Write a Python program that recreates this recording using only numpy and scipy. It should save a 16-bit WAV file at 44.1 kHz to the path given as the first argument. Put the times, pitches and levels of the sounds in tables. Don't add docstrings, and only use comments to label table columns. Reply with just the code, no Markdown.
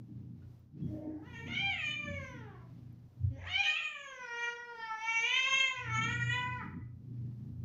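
import sys
import numpy as np
from scipy import signal
from scipy.fft import rfft, irfft, next_fast_len
from scipy.io import wavfile
from scipy.ndimage import map_coordinates

SR = 44100
rng = np.random.default_rng(int(sys.argv[2]) if len(sys.argv) > 2 else 0)


def level_to_linear(level):
    exponent = np.asarray(level, float) / 20
    return 10 ** exponent


def bounce(signal):
    frames = np.transpose(np.atleast_2d(signal))
    limited = np.clip(frames, -1, 1)
    pcm = np.round(limited * 32767).astype(np.int16)
    wavfile.write(sys.argv[1], SR, pcm)


N = 337100
t = np.arange(N) / SR


def curve(rows):
    s, *columns = np.transpose(rows)
    return [np.interp(t, s, c) for c in columns]


def bumps(rows):
    return sum(height * np.maximum(1 - np.abs(t - s) / half, 0) for s, half, height in rows)


def walk(rate_hz, at_s=t):
    steps = rng.standard_normal(int(N / SR * 400) + 4)
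    return map_coordinates(steps, [at_s * min(rate_hz, 400)], order=2)


def unit(x):
    return x / np.sqrt(np.mean(x ** 2))


def peak(at_hz, hz, width_hz):
    detune = (at_hz ** 2 - hz ** 2) / ((at_hz + 1) * width_hz)
    return (1 + detune ** 2) ** -2.5


def noise(gain):
    size = next_fast_len(N)
    at_hz = np.arange(size // 2 + 1) * SR / size
    spectrum = rfft(rng.standard_normal(size)) * gain(at_hz)
    return unit(irfft(spectrum, size)[:N])


def colour(points):
    hz, db = np.transpose(points)
    return lambda at_hz: level_to_linear(np.interp(np.log(at_hz + 1), np.log(hz), db))


def modes(rows):
    return lambda at_hz: sum(level_to_linear(db) * peak(at_hz, hz, width_hz) for hz, width_hz, db in rows)


def roughness():
    # t/s, half length/s, added roughness
    hoarse_rows = [(1.0, .3, .55), (1.21, .1, .45), (1.36, .15, .2), (1.49, .04, .5), (1.55, .06, .55),
                   (1.77, .08, .3), (2.2, .3, .12), (2.65, .3, .45), (3.44, .14, .85), (3.645, .03, .8),
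                   (3.72, .1, .12), (3.8, .045, .5), (5.3, .08, .12), (5.87, .06, .35), (6.68, .1, .25)]
    clear_rough = 0.07
    return np.minimum(clear_rough + bumps(hoarse_rows), 1)


def folds(rough):
    # t/s, f/Hz
    pitch_rows = [
        [(.87, 308), (1.09, 296.3), (1.15, 376.5), (1.24, 418.5), (1.27, 495.7), (1.39, 453.2), (1.47, 467.5),
         (1.485, 693), (1.52, 711), (1.605, 790), (1.69, 786.7), (1.775, 657), (1.84, 604), (2.08, 587.3),
         (2.36, 482.3), (2.57, 346.6), (2.66, 322)],
        [(3.32, 269.3), (3.38, 277), (3.43, 367.7), (3.49, 689.6), (3.53, 734), (3.61, 814.4), (3.632, 799.5),
         (3.64, 615.7), (3.74, 619.3), (3.79, 679.7), (3.8, 630), (3.84, 623.2), (3.94, 592.4), (4.1, 534),
         (4.29, 470), (4.61, 479.6), (4.76, 466.3), (4.8, 452.1), (4.99, 436), (5.03, 451), (5.22, 457.7),
         (5.36, 519.2), (5.56, 536.6), (5.73, 514.5), (5.81, 490), (5.89, 448.7), (6.0, 444), (6.06, 463),
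         (6.12, 481), (6.28, 475.4), (6.33, 492.3), (6.53, 500.4), (6.585, 483.6), (6.61, 438), (6.635, 391),
         (6.72, 375.4)],
    ]
    (hz,) = curve(sum(pitch_rows, []))
    jitter = 0.0047 * walk(40) + 0.062 * rough * walk(300)
    return hz, 2 * np.pi * np.cumsum(hz * (1 + jitter)) / SR


def tract_gains(hz, mouth_db, throat_hz, throat_db, ring_hz, ring_db, hop):
    # t/s, level/dB
    first_rows = [(.87, -63), (.94, -41), (1.0, -57), (1.08, -38), (1.15, -62.5), (1.35, -71), (1.46, -54),
                  (1.55, -68), (1.62, -49), (1.7, -50.5), (1.82, -67), (2.1, -56), (2.4, -60), (2.57, -61),
                  (2.66, -81), (3.32, -50), (3.38, -52), (3.43, -69), (3.55, -50), (3.63, -49), (3.66, -66),
                  (3.9, -70.5), (4.1, -58.5), (4.4, -54), (4.82, -63), (4.9, -72.5), (5.17, -76.5),
                  (5.22, -57.5), (5.5, -59), (5.85, -59), (5.95, -66.5), (6.1, -55), (6.5, -67.5),
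                  (6.65, -62), (6.72, -75)]
    # t/s, resonance f/Hz, palate shoulder level/dB re mouth
    mouth_rows = [(.87, 1950, -5), (1.2, 1780, -25), (1.3, 1950, -9.5), (1.45, 2185, -9.5), (1.56, 2260, 0),
                  (1.69, 2380, -3), (1.75, 2220, -11.5), (1.9, 2380, -12), (2.08, 2130, -20),
                  (2.4, 1790, -9.5), (2.66, 1860, -16.5), (3.32, 2000, -3), (3.43, 1960, -15.5),
                  (3.53, 2220, 4), (3.6, 2430, -14), (3.64, 2418, 0), (3.69, 2290, -12.5),
                  (3.76, 2450, -0.5), (3.87, 2320, -12.5), (4.03, 1884, -9), (4.44, 1981, -19.5),
                  (4.8, 1830, -9), (4.92, 1920, -16), (5.0, 2272, -17), (5.22, 2290, -19.5),
                  (5.3, 2330, -4.5), (5.37, 2110, -2.5), (5.47, 2420, -5.5), (5.62, 2300, -6.5),
                  (5.82, 1960, -23), (5.93, 2200, -9.5), (6.04, 2340, -9), (6.11, 1960, -17.5),
                  (6.27, 1905, -27.5), (6.33, 2250, -7.5), (6.4, 2050, -14.5), (6.5, 2000, -31),
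                  (6.72, 1876, -28)]
    # multiple of its resonance, one-pass width/Hz, level/dB before scaling
    ring_rows = [(1, 1170, 15), (1.401, 880, -24.5), (1.62, 1487, -19.5)]
    mouth_width_hz = 1166
    palate_hz, palate_width_hz = 3058, 1295
    hollow_hz, hollow_width_hz = 4700, 3200
    throat_spread, throat_shut_hz = 1.7, 400

    (first_db,) = curve(first_rows)
    mouth_hz, palate_db = curve(mouth_rows)
    hollow_db = -25 - 0.1243 * (mouth_db + 50) - 11.5 * (ring_hz - 6000) / 1000
    first_db = first_db - mouth_db + 1.8 * walk(12)
    throat_db = throat_db - mouth_db + 2.5 * walk(12)
    palate_db = palate_db + 1.4 * walk(12)
    hollow_db = hollow_db + 3.2 * walk(12)

    partials_hz = np.arange(2, 27)[:, None] * hz[hop]
    throat_width_hz = throat_spread * np.maximum(throat_hz[hop] - throat_shut_hz, 100)
    ring = sum(level_to_linear(db) * peak(partials_hz, share * ring_hz[hop], width_hz)
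               for share, width_hz, db in ring_rows)
    groups = [
        (peak(partials_hz, throat_hz[hop], throat_width_hz), throat_db),
        (peak(partials_hz, mouth_hz[hop], mouth_width_hz), np.zeros(N)),
        (peak(partials_hz, palate_hz, palate_width_hz), palate_db),
        (peak(partials_hz, hollow_hz, hollow_width_hz), hollow_db),
        (ring, ring_db),
    ]
    overtones = sum(g / np.sqrt(np.sum(g ** 2, axis=0) / 2) * level_to_linear(db[hop]) for g, db in groups)
    return np.vstack([np.sqrt(2) * level_to_linear(first_db)[hop], overtones])


def harmonics(phase, gains, rough, hop):
    tone = np.zeros(N)
    for k, gain in enumerate(gains):
        flutter_db = 2.0 * walk(25, t[hop]) + 2.73 * walk(70, t[hop])
        smear = 1 - 0.5 * rough[hop] + 0.51 * rough[hop] * walk(400, t[hop])
        level = np.interp(t, t[hop], gain * level_to_linear(flutter_db) * smear)
        tone += level * np.sin((k + 1) * phase + 0.85 * k)
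    return tone


def breath(skull_db):
    top_hz, width_hz, re_skull_db = 15100, 1500, -32
    level = level_to_linear(re_skull_db + skull_db + 2.0 * walk(20))
    return level * noise(lambda at_hz: peak(at_hz, top_hz, width_hz))


def lingering_fold():
    # multiple, level/dB re linger
    linger_orders = [(1, 0), (2, -7.5), (3, -1.5), (4, 2), (5, 8)]
    at_s, half_s, level_db = 3.66, 0.12, -51.5
    start_hz, sag_hz_per_s = 800, 300
    hz = (start_hz - sag_hz_per_s * (t - at_s)) * (1 + 0.012 * walk(150))
    phase = 2 * np.pi * np.cumsum(hz) / SR
    tone = sum(level_to_linear(db + 2.6 * walk(60)) * np.sin(round(k) * phase) for k, db in linger_orders)
    return bumps([(at_s, half_s, level_to_linear(level_db))]) * tone


def cat():
    # t/s, level/dB
    effort_rows = [
        [(.87, -79), (1.09, -76.5), (1.22, -76.5), (1.26, -59.5), (1.36, -51.5), (1.45, -55), (1.52, -42.5),
         (1.58, -39), (1.61, -39), (1.69, -38.5), (1.72, -36.5), (1.78, -43.5), (1.84, -39), (1.9, -34.5),
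         (1.96, -40.5), (1.98, -56), (2.04, -44), (2.17, -48), (2.36, -61), (2.57, -71.5), (2.66, -84)],
        [(3.32, -76.5), (3.43, -52), (3.49, -43), (3.6, -30.5), (3.635, -36), (3.67, -28), (3.77, -39.5),
         (3.81, -38.5), (3.85, -36), (3.92, -51), (4.1, -55.5), (4.29, -52.5), (4.44, -35), (4.61, -60.5),
         (4.8, -53.5), (4.89, -48), (4.99, -49), (5.07, -38), (5.22, -31), (5.31, -35), (5.37, -32),
         (5.47, -34.5), (5.6, -27.5), (5.73, -44), (5.89, -50), (5.97, -35.5), (6.0, -46), (6.04, -34),
         (6.08, -39.5), (6.13, -34), (6.18, -42), (6.23, -33), (6.28, -39), (6.33, -34), (6.5, -46.5),
         (6.55, -47.5), (6.62, -61), (6.65, -58.5), (6.72, -84.5)],
    ]
    # t/s, throat f/Hz, throat level/dB, skull ring f/Hz, skull ring level/dB re mouth
    tract_rows = [(.87, 600, -74, 5700, -3), (.94, 585, -54, 5670, -13), (1.09, 640, -57, 5900, -26),
                  (1.2, 820, -67, 5700, -21), (1.28, 995, -60, 6100, -25), (1.4, 947, -59, 6570, -16.5),
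                  (1.52, 929, -56, 6270, -20), (1.62, 800, -62.5, 5860, -28.5),
                  (1.78, 948, -61, 6920, -25.5), (1.86, 1210, -51, 6600, -21.5),
                  (2.1, 750, -61.5, 6650, -21.5), (2.36, 1080, -53.5, 5840, -15),
                  (2.5, 960, -62.5, 5700, -40), (2.66, 813, -70.5, 5676, -30),
                  (3.32, 579.3, -61, 6000, -12.5), (3.38, 630, -53.5, 6000, -12),
                  (3.46, 972, -51.5, 6400, -27), (3.58, 790, -53.5, 5840, -25),
                  (3.7, 878.5, -59, 6550, -22.5), (3.8, 1079, -50.5, 6750, -25),
                  (3.92, 1210, -53, 7040, -19.5), (4.04, 1110, -57.5, 6650, -5.5),
                  (4.29, 1200, -50, 5450, -16), (4.44, 1025, -48, 6280, -19.5),
                  (4.61, 1115, -57, 5600, -15), (4.78, 1000, -49, 5060, -21.5),
                  (5.05, 1050, -46.5, 6014, -16.5), (5.3, 1100, -48, 6250, -18),
                  (5.5, 1075, -40, 6450, -16.5), (5.72, 1035, -53, 6600, -17.5),
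                  (5.85, 1344, -47.5, 5730, -20.5), (5.95, 1235, -42, 6520, -12),
                  (6.05, 1286, -41.5, 6490, -14.5), (6.13, 1060, -52, 6830, -20),
                  (6.24, 1300, -51.5, 6850, -23), (6.35, 1099, -46, 6840, -18.5),
                  (6.5, 997, -47, 6810, -34), (6.58, 1130, -50.5, 5800, -41),
                  (6.62, 1150, -47.5, 5750, -41), (6.65, 1100, -70, 5700, -41),
                  (6.72, 1073, -85, 5700, -32.5)]
    (mouth_db,) = curve(sum(effort_rows, []))
    throat_hz, throat_db, ring_hz, ring_db = curve(tract_rows)
    hop = slice(0, N, 64)
    rough = roughness()
    hz, phase = folds(rough)
    gains = tract_gains(hz, mouth_db, throat_hz, throat_db, ring_hz, ring_db, hop)
    tone = harmonics(phase, gains, rough, hop)
    voiced = np.zeros(N)
    for yowl in effort_rows:
        start_s, end_s = yowl[0][0], yowl[-1][0]
        voiced += np.interp(t, [start_s - 0.02, start_s, end_s, end_s + 0.0042], [0, 1, 1, 0])
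    level = level_to_linear(mouth_db + 1.6 * rough * walk(90))
    return voiced * (level * tone + breath(mouth_db + ring_db) + lingering_fold())


def room(x):
    t60_s, treble_t60_s, build_up_s = 0.47, 0.085, 0.013
    age_s = t[:SR // 2]
    grain = rng.standard_normal(len(age_s)) * np.minimum(age_s / build_up_s, 1)
    low = signal.sosfilt(signal.butter(1, 3000, fs=SR, output="sos"), grain)
    tail = low * level_to_linear(-60 * age_s / t60_s) + (grain - low) * level_to_linear(-60 * age_s / treble_t60_s)
    return signal.fftconvolve(x, tail / np.sqrt(np.sum(tail ** 2)))[:N]


def ringing_sines(rows):
    out = np.zeros(N)
    for s, db, hz, t60_s in rows:
        start = int(s * SR)
        age_s = np.maximum(t[start:start + SR // 2] - s, 0)
        out[start:start + len(age_s)] += level_to_linear(db - 60 * age_s / t60_s) * np.sin(2 * np.pi * hz * age_s)
    return out


def paws():
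    # t/s, half length/s, peak level/dB
    scuff_rows = [(.2, .2, -79.5), (0.43, 0.091, -78), (0.81, .1, -76), (2.75, 0.38, -75),
                  (2.957, 0.15, -92), (3.294, 0.15, -78.5), (6.85, 0.077, -85), (7.25, 0.28, -77.5),
                  (7.5, 0.085, -84)]
    # f/Hz, density/dB per Hz
    scuff_tone = [(240, -24.5), (400, 1), (480, -15), (780, -10), (1500, -19), (1700, -15.5), (5320, -23.5),
                  (7290, -36.5), (9480, -66), (16000, -120)]
    # t/s, peak level/dB, f/Hz
    claw_rows = [(0.1944, -88, 12500), (0.2159, -75, 14800), (0.595, -67, 15100), (0.9744, -89.5, 13400),
                 (2.9268, -66.5, 12600), (3.214, -75, 12010), (3.2958, -80.5, 9270)]
    claw_t60_s = 0.012
    swells = bumps([(s, half_s, level_to_linear(db)) for s, half_s, db in scuff_rows])
    rubbing = swells * level_to_linear(2.0 * walk(74)) * noise(colour(scuff_tone))
    return rubbing + ringing_sines([(*claw, claw_t60_s) for claw in claw_rows])


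def thin_tones():
    # t/s, peak level/dB, f/Hz, t60/s
    thin_rows = [(.42, -70, 1450, .15), (.82, -73, 3310, .6), (.8, -76, 2650, .1), (6.81, -63, 1990, .3)]
    return ringing_sines(thin_rows)


def drone():
    # t/s, main mode level/dB, lower modes level/dB re main, upper modes level/dB re main
    drone_rows = [(0, -47.5, -12, -2), (.08, -57.5, -12, 2.5), (.18, -44.5, -12, -0.5),
                  (.33, -52, -4.5, -0.5), (.45, -59, 5, 2), (.7, -61, -9, -3.5), (.85, -44.5, -10, 3.5),
                  (1.1, -59, 1.5, -4), (1.5, -51, -3, 4.5), (1.9, -51.5, -8, -4), (2.2, -55.5, 5, 5.5),
                  (2.6, -55, 0, -2), (3.02, -57, -3, 1), (3.15, -62, -1, -5.5), (3.25, -37.5, 1.5, -17),
                  (3.4, -54, 6.5, -10.5), (3.58, -66, 12, 0), (3.68, -82, -4, 5.5), (5.72, -83, 3, 9),
                  (5.79, -48.5, -8, -18.5), (5.93, -36, -16, -15.5), (6.05, -44, -3, 3.5),
                  (6.25, -42, -11, -11.5), (6.7, -44.5, -8, -6), (6.77, -51.5, -4, -2),
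                  (6.84, -41.5, -4.5, -11.5), (7.05, -50.5, -5.5, -2), (7.64, -47.5, -4.5, -8)]
    # f/Hz, one-pass width/Hz, level/dB
    lower_modes = [(66, 51, -9.5), (90.7, 10, 8.5)]
    main_mode = [(119.9, 17, 0)]
    upper_modes = [(143.8, 19, 6), (171.8, 18, 2.5), (205.1, 16, 0), (238.8, 13, 2), (266, 54, -11),
                   (301.4, 16, -4), (361.3, 25, -19), (186, 345, -11)]
    throb_db, throbs_per_s = 2, 9.0
    main_db, lower_db, upper_db = (db + throb_db * walk(throbs_per_s) for db in curve(drone_rows))
    hum = np.sin(2 * np.pi * main_mode[0][0] * t + 0.5 * walk(3))
    main = 0.62 * noise(modes(main_mode)) + 1.25 * hum
    lower = level_to_linear(lower_db) * noise(modes(lower_modes))
    knock = level_to_linear(2.6 * walk(18))
    upper = level_to_linear(upper_db) * knock * noise(modes(upper_modes))
    return level_to_linear(main_db) * (main + lower + upper)


def hiss():
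    # f/Hz, density/dB per Hz
    hiss_tone = [(30, 7), (100, 6), (300, 4), (600, -2), (2000, -17), (6000, -21), (8000, -29.5),
                 (12000, -28), (14000, -24), (15000, -25), (15700, -34.5)]
    level_db = -72.5
    return level_to_linear(level_db + 3.0 * walk(5.4)) * noise(colour(hiss_tone))


def scene():
    direct_db, room_db = -3, -8
    voice = cat()
    yowls = level_to_linear(direct_db) * voice + level_to_linear(room_db) * room(voice)
    return (yowls + paws() + thin_tones() + drone() + hiss())[None]


def low_pass(x):
    return signal.sosfilt(signal.butter(12, 15700, fs=SR, output="sos"), x)


def record(dry):
    return low_pass(dry)


dry = scene()
out = record(dry)
bounce(out)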